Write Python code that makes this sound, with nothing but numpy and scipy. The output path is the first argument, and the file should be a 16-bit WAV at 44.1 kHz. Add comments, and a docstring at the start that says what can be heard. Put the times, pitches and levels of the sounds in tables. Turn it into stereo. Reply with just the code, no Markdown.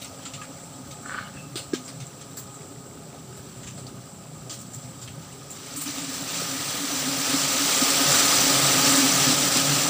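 """High in a forest tree hangs a swarm of large honey bees; smoke drives it off the nest and it swells into a roar.
Detuned wing tones near 138 Hz make the hum; filtered noise and ringing ticks make the hiss of bodies on leaves.
Behind them: noise for air and an insect chorus, summed multiples of a far engine's firing rate, noise puffs
for snaps in dry leaves, ringing twigs, hollow knocks, a creaking scrape of ringing wood, and one short whistle."""
import sys
import numpy as np
from scipy import signal
from scipy.fft import rfft, irfft, next_fast_len
from scipy.io import wavfile
from scipy.ndimage import uniform_filter1d

SR = 44100
rng = np.random.default_rng(int(sys.argv[2]) if len(sys.argv) > 2 else 0)


def store_wav(level_fs):
    """Save 16-bit WAV to argv[1]."""
    pcm = np.round(np.clip(np.atleast_2d(level_fs), -1, 1) * 32767)
    wavfile.write(sys.argv[1], SR, pcm.T.astype(np.int16))


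def level_to_linear(level):
    """Convert decibel levels to linear amplitude factors, elementwise."""
    exponent = np.asarray(level, float) / 20
    return 10 ** exponent


N = 436149

# Snaps in dry leaves. Each row: start in seconds, level in dB, body pitch in Hz,
# body level re the 6.5-9 kHz part in dB, level above 9 kHz re the same in dB.
LEAF_SNAPS = [(0.016, -34, 3780, -8, -13), (0.045, -43, 3970, 0, -22), (0.227, -43.5, 3240, -5, -20),
              (0.253, -36, 2940, -2.5, -32), (0.336, -35, 3400, -4.5, -21), (0.414, -40.5, 2400, -1, -20),
              (0.433, -48, 1890, 2, -27), (0.9094, -42, 4200, -0.5, -9), (1.557, -27.5, 4300, 0, -15),
              (1.735, -33, 3580, 0, -14), (1.8492, -38, 5920, -14, -19), (1.8786, -36, 5940, -1.5, -23),
              (2.002, -39, 3700, -1.5, -23), (2.067, -42, 5960, -28.5, -28), (2.2136, -45, 3950, 0, -30),
              (2.369, -34.5, 5950, -3.5, -0.5), (2.5441, -44, 4060, -21, -15), (3.3692, -45, 4280, -6, -4),
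              (3.632, -42.5, 2690, -4, -22), (3.669, -38, 3480, -4, -23), (3.777, -38, 5630, -4, -24),
              (3.867, -41, 4790, -7, -21), (4.496, -32.5, 4600, -4.5, -16), (4.514, -47, 4030, -5, -15),
              (4.5323, -37, 4960, -9, -13), (4.59, -39, 5500, -10, -15), (4.612, -42, 5520, -20, -13),
              (4.7348, -36.5, 5950, -6, -10), (5.016, -34.5, 5400, -6, -16), (5.076, -46, 3270, 6, -22),
              (5.3213, -45, 5450, -2, -20), (5.5023, -35, 6170, -21, -10), (5.7633, -28, 5530, -11, -9),
              (5.812, -32, 6050, -14, -3), (5.858, -40, 2600, 3, -19.5), (5.984, -32.5, 2800, -7, -20),
              (6.2884, -34.5, 3170, -1, -20), (6.3668, -32, 5780, -5, -20), (6.4556, -39, 5490, -6, -20),
              (6.9734, -29, 4910, -13, -20)]


def in_time(rows):
    """Interpolates each column of a table over time, one value per sample."""
    s, *columns = np.transpose(rows)
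    return [np.interp(np.arange(N) / SR, s, c) for c in columns]


def rms_one(x):
    """Scales to rms 1."""
    return x / np.sqrt(np.mean(x ** 2) + 1e-20)


def drift(rate_hz, step=1):
    """Slow noise of spread 1: double one-pole low-pass at every 40th sample, read every step samples."""
    r = np.exp(-2 * np.pi * rate_hz * 40 / SR)
    slow = signal.lfilter([1], [1, -2 * r, r * r], rng.standard_normal(N // 40 + 4002))
    slow = slow[4000:]   # run in
    return np.interp(np.arange(0, N, step) / 40, np.arange(len(slow)), rms_one(slow - slow.mean()))


def band(x, low_hz, high_hz, order=2):
    """Butterworth band-pass."""
    return signal.sosfilt(signal.butter(order, [low_hz, high_hz], "band", fs=SR, output="sos"), x)


def noise_band(low_hz, high_hz):
    """Band of white noise; rms 1."""
    return rms_one(band(rng.standard_normal(N), low_hz, high_hz))


def coloured(x, spectrum):
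    """Multiplies the spectrum of x by a (Hz, dB) table, read over log frequency; rms 1."""
    size = next_fast_len(N)
    hz, db = np.transpose(spectrum)
    shape_db = np.interp(np.log(np.arange(size // 2 + 1) * SR / size + 1), np.log(hz), db)
    return rms_one(irfft(rfft(x, size) * level_to_linear(shape_db), size)[:N])


def patchy(white, lowest_hz, depth_db, rate_hz, count):
    """Each octave gets passing clumps of its own."""
    for low_hz in lowest_hz * 2. ** np.arange(count):
        white = white + (level_to_linear(depth_db * drift(rate_hz)) - 1) * band(white, low_hz, 2 * low_hz)
    return white


def ring(clicks, hz, t60_s):
    """Two-pole resonator: a unit click starts a decaying sine of height about 1."""
    r, w = level_to_linear(-60 / (t60_s * SR)), 2 * np.pi * hz / SR
    return signal.lfilter([0, np.sin(w)], [1, -2 * r * np.cos(w), r * r], clicks + 1e-18)


def stroke_db(s, db, rise_db_per_s, hold_s, fall_db_per_s):
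    """A level that climbs to db at s, holds, then falls."""
    t = np.arange(N) / SR - s
    return db + rise_db_per_s * np.minimum(t, 0) - fall_db_per_s * np.maximum(t - hold_s, 0)


def forest_air():
    """Air rumbles and murmurs unevenly: coloured noise with clumps in each octave."""
    # Each row: frequency in Hz, relative level in dB per Hz.
    air_spectrum = [(30, -30), (60, -16), (100, -2.5), (160, -1.5), (300, -11.5), (600, -14), (1000, -18),
                    (1600, -21), (3000, -73), (9000, -31), (16000, -41)]
    white = patchy(rng.standard_normal(N), 52.7, depth_db=5.0, rate_hz=16.0, count=4)
    return level_to_linear(-46) * coloured(white, air_spectrum)


def insect_chorus():
    """A far chorus blurs into one noise band that wavers and swells once, briefly."""
    centre_hz, width_hz, level_db = 7810, 1120, -55
    swell_s, swell_length_s, swell_db = 1.09, 0.064, 8
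    swell = np.exp(-((np.arange(N) / SR - swell_s) / swell_length_s) ** 2)
    gain = level_to_linear(level_db + 2.0 * drift(5.0) + swell_db * swell)
    return gain * noise_band(centre_hz - width_hz / 2, centre_hz + width_hz / 2)


def engine(size=10):
    """Multiples of a slow firing rate; all flutter, and each fades on its own on the way through the trees."""
    # Each row: time in seconds, firings per second.
    firing_rate = [(0, 31), (.55, 33.3), (1.2, 31), (2.3, 32.6), (3.6, 31.4), (5.2, 30.7), (6.1, 33.7),
                   (6.8, 35), (7.6, 35.6), (8.7, 36.8), (9.89, 37)]
    # Each row: time in seconds, level in dB, lift of multiples above the 10th (load) in dB.
    load = [(0, -53, -18), (1, -41, -11), (2.3, -50, 2.5), (3.3, -44, 3), (3.6, -40.5, -3.5),
            (4.5, -42, -8.5), (5.1, -41, -9.5), (5.5, -48, 5.5), (6.2, -46, -21), (7.5, -45, -19),
            (8.7, -40.5, -19), (9.89, -35, -13)]
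    # Each row: multiple of the firing rate, relative level in dB.
    orders = [(1, -34), (2, -16.5), (3, -12.5), (4, 1), (5, -3), (6, -7), (7, -5.5), (8, -5), (9, -11.5),
              (10, -14.5), (11, -10.5), (12, -5), (13, -4), (14, -16), (15, -20)]
    pipe_hz, pipe_width_hz, pipe_db = 175, 14, 8
    per_s, db, lift_db = [column[::size] for column in in_time(firing_rate) + in_time(load)]
    turns = np.cumsum(per_s * (1 + 0.0013 * drift(3.1, size))) * size / SR
    out = 0
    for k, order_db in orders:
        # the exhaust favours the multiple that crosses its pitch
        favour_db = pipe_db * np.exp(-((k * per_s - pipe_hz) / pipe_width_hz) ** 2)
        gain = level_to_linear(order_db - 7.0 + 3.9 * drift(6.9, size) + lift_db * (k > 10) + favour_db)
        phase = 0.96 * rng.standard_normal()   # multiples of one pulse keep roughly in step
        out = out + gain * np.cos(2 * np.pi * round(k) * turns + phase)
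    return signal.resample_poly(level_to_linear(db + 1.5 * drift(4.0, size)) * out, size, 1)[:N]


def whistle():
    """A short breathy note drops into pitch and flutters; a rough lower tone sounds with its start."""
    start_s, hz, lower_hz = 1.385, 2640, 1680
    t = np.arange(N) / SR - start_s
    db = stroke_db(start_s, -46, rise_db_per_s=260, hold_s=0.012, fall_db_per_s=170)
    pitch_hz = hz + 22 * drift(48) - 900 * np.clip(t, -.05, 0)
    tone = (1 + .35 * drift(90)) * np.sin(2 * np.pi * np.cumsum(pitch_hz) / SR)
    breath = 0.41 * noise_band(hz - 150, hz + 150)
    lower_swell = level_to_linear(-49) * np.exp(-((t + 0.02) / 0.021) ** 2)
    return level_to_linear(db) * (tone + breath) + lower_swell * noise_band(lower_hz - 200, lower_hz + 200)


def scrape():
    """Uneven small slips and separate hard ones set wood ringing; a trailing rasp stirs its upper modes."""
    # Hardest slips. 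Each row: time in seconds, relative level in dB.
    slips = [(1.047, -43), (1.053, -37), (1.061, -27), (1.074, -40), (1.086, -31), (1.096, -23),
             (1.108, -23), (1.114, -29), (1.122, -24), (1.129, -30), (1.141, -26), (1.1458, -19),
             (1.158, -26), (1.181, -25), (1.187, -18), (1.201, -30), (1.207, -35), (1.2613, -39),
             (1.277, -32), (1.298, -37)]
    # Modes of the wood. Each row: frequency in Hz, relative level in dB, t60 in seconds.
    wood = [(1224, 3.5, 0.018), (1496, 10, 0.021), (1730, 2, 0.02), (2210, -8, 0.024), (2980, -17, 0.025),
            (3420, -15, 0.015), (4220, -24, 0.045)]
    slip_build_s, rasp_late_s = 0.00079, 0.024
    born = rng.random(N) < 500 / SR
    at_s, slip_db = np.transpose(slips)
    at = ((at_s - slip_build_s) * SR).astype(int)
    pressure_db = stroke_db(1.105, -38.5, rise_db_per_s=220, hold_s=0.09, fall_db_per_s=150)
    dense, hard, rasp = 0, 0, 0
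    for hz, db, t60_s in wood:
        dense = dense + ring(born * rng.standard_normal(N) * level_to_linear(db), hz, t60_s)
        clicks = np.zeros(N)
        clicks[at] = level_to_linear(slip_db + db - 13.5 + 1.5 * rng.standard_normal(len(at)))
        hard = hard + ring(clicks, hz, t60_s)
        stirred = rms_one(ring(rng.standard_normal(N), hz, 0.033))
        rasp = rasp + (hz > 2000) * level_to_linear(4.6 * drift(19)) * stirred
    rasp = level_to_linear(-8.0) * (rms_one(rasp) + 0.74 * noise_band(2000, 4800))
    late = level_to_linear(np.roll(pressure_db, round(rasp_late_s * SR)))   # the rasp trails the pressure
    return level_to_linear(pressure_db) * rms_one(dense) + late * rasp + band(hard, 1100, 2300)


def knocks():
    """A few cycles swell and fade, and excite a hollow that rings on after them."""
    # Each row: centre in seconds, level in dB, pitch in Hz, length in seconds (1/e width).
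    knock_rows = [(1.56, -24.5, 350, 0.0066), (1.731, -31, 250, 0.0074), (1.738, -11, 333, 0.0055),
                  (2.024, -37, 197, 0.0077), (6.421, -23.5, 447, 0.0033)]
    out, t = np.zeros(N), np.arange(-SR // 20, SR // 20) / SR
    for s, db, hz, length_s in knock_rows:
        at = round(s * SR) - SR // 20
        out[at:at + len(t)] += level_to_linear(db) * np.exp(-(t / length_s * 2) ** 2) * np.cos(2 * np.pi * hz * t)
    return out + level_to_linear(-58) * ring(out, hz=252, t60_s=0.39)


def twig_ticks():
    """A thin twig breaks cleanly: a crack, its pitch and a close partner ringing briefly."""
    # Each row: start in seconds, level in dB, pitch in Hz, t60 in seconds.
    twigs = [(.045, -34, 7650, .02), (0.417, -39, 1660, .12), (.0214, -40, 3780, .1),
             (.3356, -44, 7700, .03), (.228, -43, 3200, .02), (0.261, -39, 1350, 0.08),
             (.384, -46, 1250, 0.18), (0.415, -39, 1200, 0.087), (.415, -40, 7400, 0.036),
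             (0.4142, -37, 2640, .07), (1.733, -34, 1630, .08), (2.067, -35, 7500, 0.027),
             (2.2134, -38, 7500, .03), (3.6725, -47, 3180, 0.027), (3.8673, -36, 4600, 0.045),
             (4.7335, -38, 7100, .04), (5.077, -36, 3250, .04), (5.762, -36, 7650, 0.043),
             (5.984, -30, 3600, .02)]
    out = np.zeros(N)
    for s, db, hz, t60_s in twigs:
        click = np.zeros(SR // 4)
        click[0] = level_to_linear(db)
        partner = level_to_linear(-16.0) * ring(click, hz * 1.09, t60_s)
        crack = level_to_linear(-4.0) * ring(click, hz * 0.83, 0.0035)
        at = round(s * SR)
        out[at:at + len(click)] += ring(click, hz, t60_s) + partner + crack
    return out


def snaps():
    """A sharp tick, then a crackling noise puff that dies away, with a body pitch of its own."""
    # Edges in Hz of the low, middle and high noise bands.
    edges_hz = [1000, 6500, 9000, 15500]
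    crackles_per_s, crackle_db = 230, 12.5
    white = patchy(rng.standard_normal(N), 1200, depth_db=1.0, rate_hz=19, count=3) * level_to_linear(0.82 * drift(130))
    white = white + (rng.random(N) < crackles_per_s / SR) * level_to_linear(crackle_db) * rng.standard_normal(N)
    white[(np.array(LEAF_SNAPS)[:, 0] * SR).round().astype(int) + 2] = 6.8   # the break itself
    low, middle, high = [rms_one(band(white, a, b, order=4)) for a, b in zip(edges_hz, edges_hz[1:])]
    out, t = np.zeros(N), np.arange(SR // 4) / SR
    for s, db, body_hz, body_db, high_db in LEAF_SNAPS:
        at = round(s * SR)
        span = slice(at, at + len(t))
        t60_s = max(.18 + .005 * (db + 35), .02)   # harder snaps ring longer
        puff = (1 - np.exp(-t / (0.028 * t60_s))) * level_to_linear(-60 * t / t60_s)   # long puffs also start softer
        shape = puff / puff.max() + 0.87 * np.exp(-t / 0.0021)
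        pitched = rms_one(band(white[span], body_hz * 0.63, body_hz * 1.4))
        body = rms_one(0.4 * low[span] + pitched)
        mix = level_to_linear(body_db) * body + middle[span] + level_to_linear(high_db) * high[span]
        out[span] += level_to_linear(db - 6.5) * shape * mix
    return out


def leaves(snap):
    """Dry leaves ring briefly at many pitches: shaken by each snap, and flicked at random in clumps."""
    rustles_per_s, rustle_db, ring_cycles, shaken_db = 140, -57, 25, 3
    out, at = 0, (np.array(LEAF_SNAPS)[:, 0] * SR).astype(int)
    pitches_hz = np.geomspace(1000, 7500, 16)
    strengths_db = np.clip(rng.normal(0, 33.0, (len(at), len(pitches_hz))), None, 4.0)
    latest = np.clip(np.searchsorted(at, np.arange(N), "right") - 1, 0, None)   # which snap is sounding
    born = rng.random(N) < rustles_per_s * level_to_linear(5.0 * drift(4)) / SR
    flicks = born * level_to_linear(rustle_db + 5.5 * np.minimum(rng.exponential(1, N), 2.5))
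    dealt = rng.integers(0, len(pitches_hz), N)
    for k, hz in enumerate(pitches_hz):
        t60_s = ring_cycles / hz
        resonance = 7 / (t60_s * SR)   # gain near 1 on top
        shaken = level_to_linear(shaken_db + strengths_db[:, k])[latest] * snap * resonance
        out = out + ring(shaken + flicks * (dealt == k), hz, t60_s)
    return out


def hiss(brushing_db):
    """Bodies brush leaves: many small ticks, each ringing a leaf pitch, over smooth wing noise."""
    # Each row: frequency in Hz, relative level in dB per Hz.
    hiss_spectrum = [(40, -29), (80, -15.5), (180, -3.5), (400, -2), (1000, -3.5), (2000, -4), (4000, -1.5),
                     (6000, -1), (8500, -5), (10000, -12), (12500, -15.5), (16000, -13)]
    ticks_per_s, ring_cycles, ring_db = 2500, 140, -5
    sizes = level_to_linear(1.98 * np.minimum(rng.exponential(1, N), 3.5)) * rng.choice([-1, 1], N)
    ticks = sizes * (rng.random(N) < ticks_per_s * level_to_linear(2.0 * drift(9)) / SR)
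    pitches_hz = np.geomspace(1100, 11000, 48) * rng.uniform(.98, 1.02, 48)
    dealt = rng.integers(0, len(pitches_hz), N)
    rings = 0
    for k, hz in enumerate(pitches_hz):
        rings = rings + ring(ticks * (dealt == k), hz, ring_cycles / hz) * hz
    white = rng.standard_normal(N) + 0.32 * rms_one(ticks) + level_to_linear(ring_db) * rms_one(rings)
    white = white * level_to_linear(0.31 * drift(5.1) + 0.5 * drift(44))
    white = patchy(white, 510, depth_db=0.43, rate_hz=7.5, count=4)
    return level_to_linear(brushing_db - 1.2) * coloured(white, hiss_spectrum)


def wing_levels(flying_db):
    """Levels of second multiple and fundamental, with swells and dips of the low hum as its tones beat."""
    # Swells and dips. Each row: centre in seconds, length in seconds (1/e width),
    # change of the second multiple in dB, change of the fundamental in dB.
    beats = [(0.358, 0.063, -9, 18), (0.493, 0.056, 11.5, -2), (0.91, 0.11, -6.5, 12),
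             (1.492, 0.31, 1.5, 13), (2.025, 0.031, -1, 19), (2.784, 0.046, -2, 13), (3.76, 0.06, 5, 2),
             (5.397, 0.2, 3, 11), (5.78, 0.069, 9.5, 10), (5.883, 0.089, 13, 11), (6.122, 0.15, 16.5, -3),
             (6.236, 0.073, 6.5, 12), (6.39, 0.062, 7, 11), (6.566, 0.11, 5.5, 3), (6.834, 0.057, 14, 3),
             (6.952, 0.12, 9.5, -2), (7.017, 0.038, -6, 8), (7.116, 0.16, 10.5, 15), (7.338, 0.065, 10, 21),
             (7.463, 0.094, 5, 17), (7.627, 0.083, 6, 15), (7.828, 0.02, 11, 4), (7.908, 0.083, 3, 8),
             (8.015, 0.052, 9.5, -13), (8.097, 0.086, -5, 6), (8.25, 0.13, 3, -3), (8.495, 0.12, 7, -6),
             (8.6, 0.13, -1, 6.5), (8.75, 0.36, 1, 4.5), (9.148, .2, 1, 3), (8.99, 0.24, 6.5, -3.5),
             (9.292, 0.1, 6, 5), (9.603, 0.11, 6, 0), (9.72, 0.13, 1, 9.5)]
    # the fundamental carries badly: faint from afar, full once bees fly close by
    far_db, close_db, close_s, closing_s = -56, -38.5, 7.95, 0.086
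    waver_hz = 20
    t = np.arange(N) / SR
    close = .5 + .5 * np.tanh((t - close_s) / closing_s)
    upper_db = flying_db + 2.58 * drift(waver_hz)
    fundamental_db = far_db + (close_db - far_db) * close + 2.5 * drift(waver_hz)
    for s, length_s, upper_change_db, fundamental_change_db in beats:
        span = slice(max(round((s - 2 * length_s) * SR), 0), round((s + 2 * length_s) * SR))
        bump = np.exp(-((t[span] - s) / length_s * 2) ** 2)
        upper_db[span] += upper_change_db * bump
        fundamental_db[span] += fundamental_change_db * bump
    return upper_db, fundamental_db


def stack(hz, orders, step=1):
    """One cycle of the given multiples at chance phases, read round at the given pitch."""
    turn = np.arange(4097) / 4096
    cycle = sum(level_to_linear(db) * np.sin(2 * np.pi * (round(k) * turn + rng.random())) for k, db in orders)
    return cycle[(np.cumsum(hz) * step / SR % 1 * 4096).astype(int)]


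def evened(x, low_hz, high_hz):
    """Divides by the slow level of one band, so that the swells and dips come as they are set."""
    power = uniform_filter1d(band(x, low_hz, high_hz) ** 2, size=SR // 24)
    return x / np.sqrt(power + 0.038 * power.mean())


def hum(flying_db, upper_db, fundamental_db, count=20, size=10):
    """Each bee has its own wing rate; its rate and level waver by chance."""
    # Wing tone. Each row: multiple of the wing rate, relative level in dB.
    wing = [(1, -1), (2, 0), (3, -17), (4, -7), (5, -9), (6, -9.5), (7, -26), (8, -23), (9, -15), (10, -21)]
    wing_hz, spread, waver = 137.6, .04, .024   # spread and waver: fractions of the rate
    out = 0
    for offset in np.linspace(-1.7, 1.7, count):   # low tones: one value per size samples is enough
        hz = wing_hz * (1 + spread * offset + waver * drift(4.0, size))
        gain = np.exp(-offset ** 2 / 4) * level_to_linear(4.5 * drift(4.0, size))
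        out = out + gain * stack(hz, wing, size)
    out = signal.resample_poly(out, size, 1)[:N]
    fundamental = evened(band(out, 95, 185, order=3), 120, 160)
    upper = evened(band(out, 200, 350, order=3), 235, 320)
    higher = rms_one(band(out, 350, 2200, order=3))   # blurs into an even buzz
    return level_to_linear(flying_db - 2) * higher + level_to_linear(upper_db) * upper + level_to_linear(fundamental_db) * fundamental


def scene():
    """All sources, summed at the microphone."""
    # How stirred the swarm is. Each row: time in seconds, bodies brushing leaves in dB, bees on the wing in dB.
    swarm = [(0, -47.5, -47.5), (1, -49.5, -47.5), (2.3, -50, -49.5), (3, -51.5, -50), (3.6, -49, -53),
             (4.2, -52, -52.5), (5.49, -47, -52.5), (5.51, -45, -49), (5.62, -42, -49), (5.75, -40, -48.5),
             (5.8, -41, -49), (5.82, -33.5, -54), (5.85, -40, -48), (5.88, -32, -48), (5.93, -35, -52),
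             (5.985, -33, -42), (6.01, -35.5, -43), (6.12, -33.5, -52), (6.155, -30.5, -56),
             (6.21, -34.5, -42), (6.3, -32, -45), (6.4, -30, -41), (6.9, -28.5, -42), (7.3, -25, -36.5),
             (7.8, -21.5, -34.5), (8.2, -19, -31.5), (9, -19.5, -31.5), (9.3, -21, -31.5), (9.6, -22, -32),
             (9.89, -22.5, -31)]
    brushing_db, flying_db = in_time(swarm)
    snap = snaps()
    out = forest_air() + insect_chorus() + engine()
    out = out + whistle() + scrape() + knocks() + twig_ticks() + snap + leaves(snap)
    out = out + hiss(brushing_db) + hum(flying_db, *wing_levels(flying_db))
    return np.array([out, out])   # the two ports sit close together and hear the same


def spreading_noise(channels):
    """Faint unrelated noise in each channel, which spreads the sound slightly."""
    # Each row: frequency in Hz, relative level in dB per Hz.
    noise_spectrum = [(30, -6), (60, 4), (100, 2), (300, 2), (1200, 1.5), (2500, -1), (5500, -3),
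                      (7000, -19), (10000, -25), (12000, -14), (16000, -17)]
    return level_to_linear(-61) * np.array([coloured(rng.standard_normal(N), noise_spectrum) for _ in range(channels)])


def port(x):
    """Resonances of the microphone port: peaking filters in series, peaks and a notch."""
    # Each row: frequency in Hz, width in Hz, gain in dB.
    resonances = [(1250, 72, 9.5), (6200, 900, 2.5), (6590, 325, -9), (7530, 1280, 5.5)]
    for hz, width_hz, db in resonances:
        w, gain = 2 * np.pi * hz / SR, level_to_linear(db / 2)
        a = np.tan(np.pi * width_hz / SR)
        zeros = [1 + a * gain, -2 * np.cos(w), 1 - a * gain]
        poles = [1 + a / gain, -2 * np.cos(w), 1 - a / gain]
        x = signal.lfilter(zeros, poles, x)
    return x


def capsule(x):
    """The capsule lifts the top: adds the part above 14.8 kHz at a raised level."""
    top = signal.sosfiltfilt(signal.butter(12, 14800, "high", fs=SR, output="sos"), x)
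    return x + level_to_linear(10.5) * top


def band_limit(x):
    """A steep low-pass at the top of the band."""
    return signal.sosfilt(signal.butter(12, 16870, fs=SR, output="sos"), x)


def record(dry):
    """Faint noise spreads the two channels; port and capsule colour them; a steep low-pass cuts the top."""
    spread = dry + spreading_noise(len(dry))
    lifted = capsule(port(spread))
    mix = signal.sosfilt(signal.ellip(14, .5, 85, 15470, fs=SR, output="sos"), lifted)
    return band_limit(mix)


dry = scene()
out = record(dry)
store_wav(out)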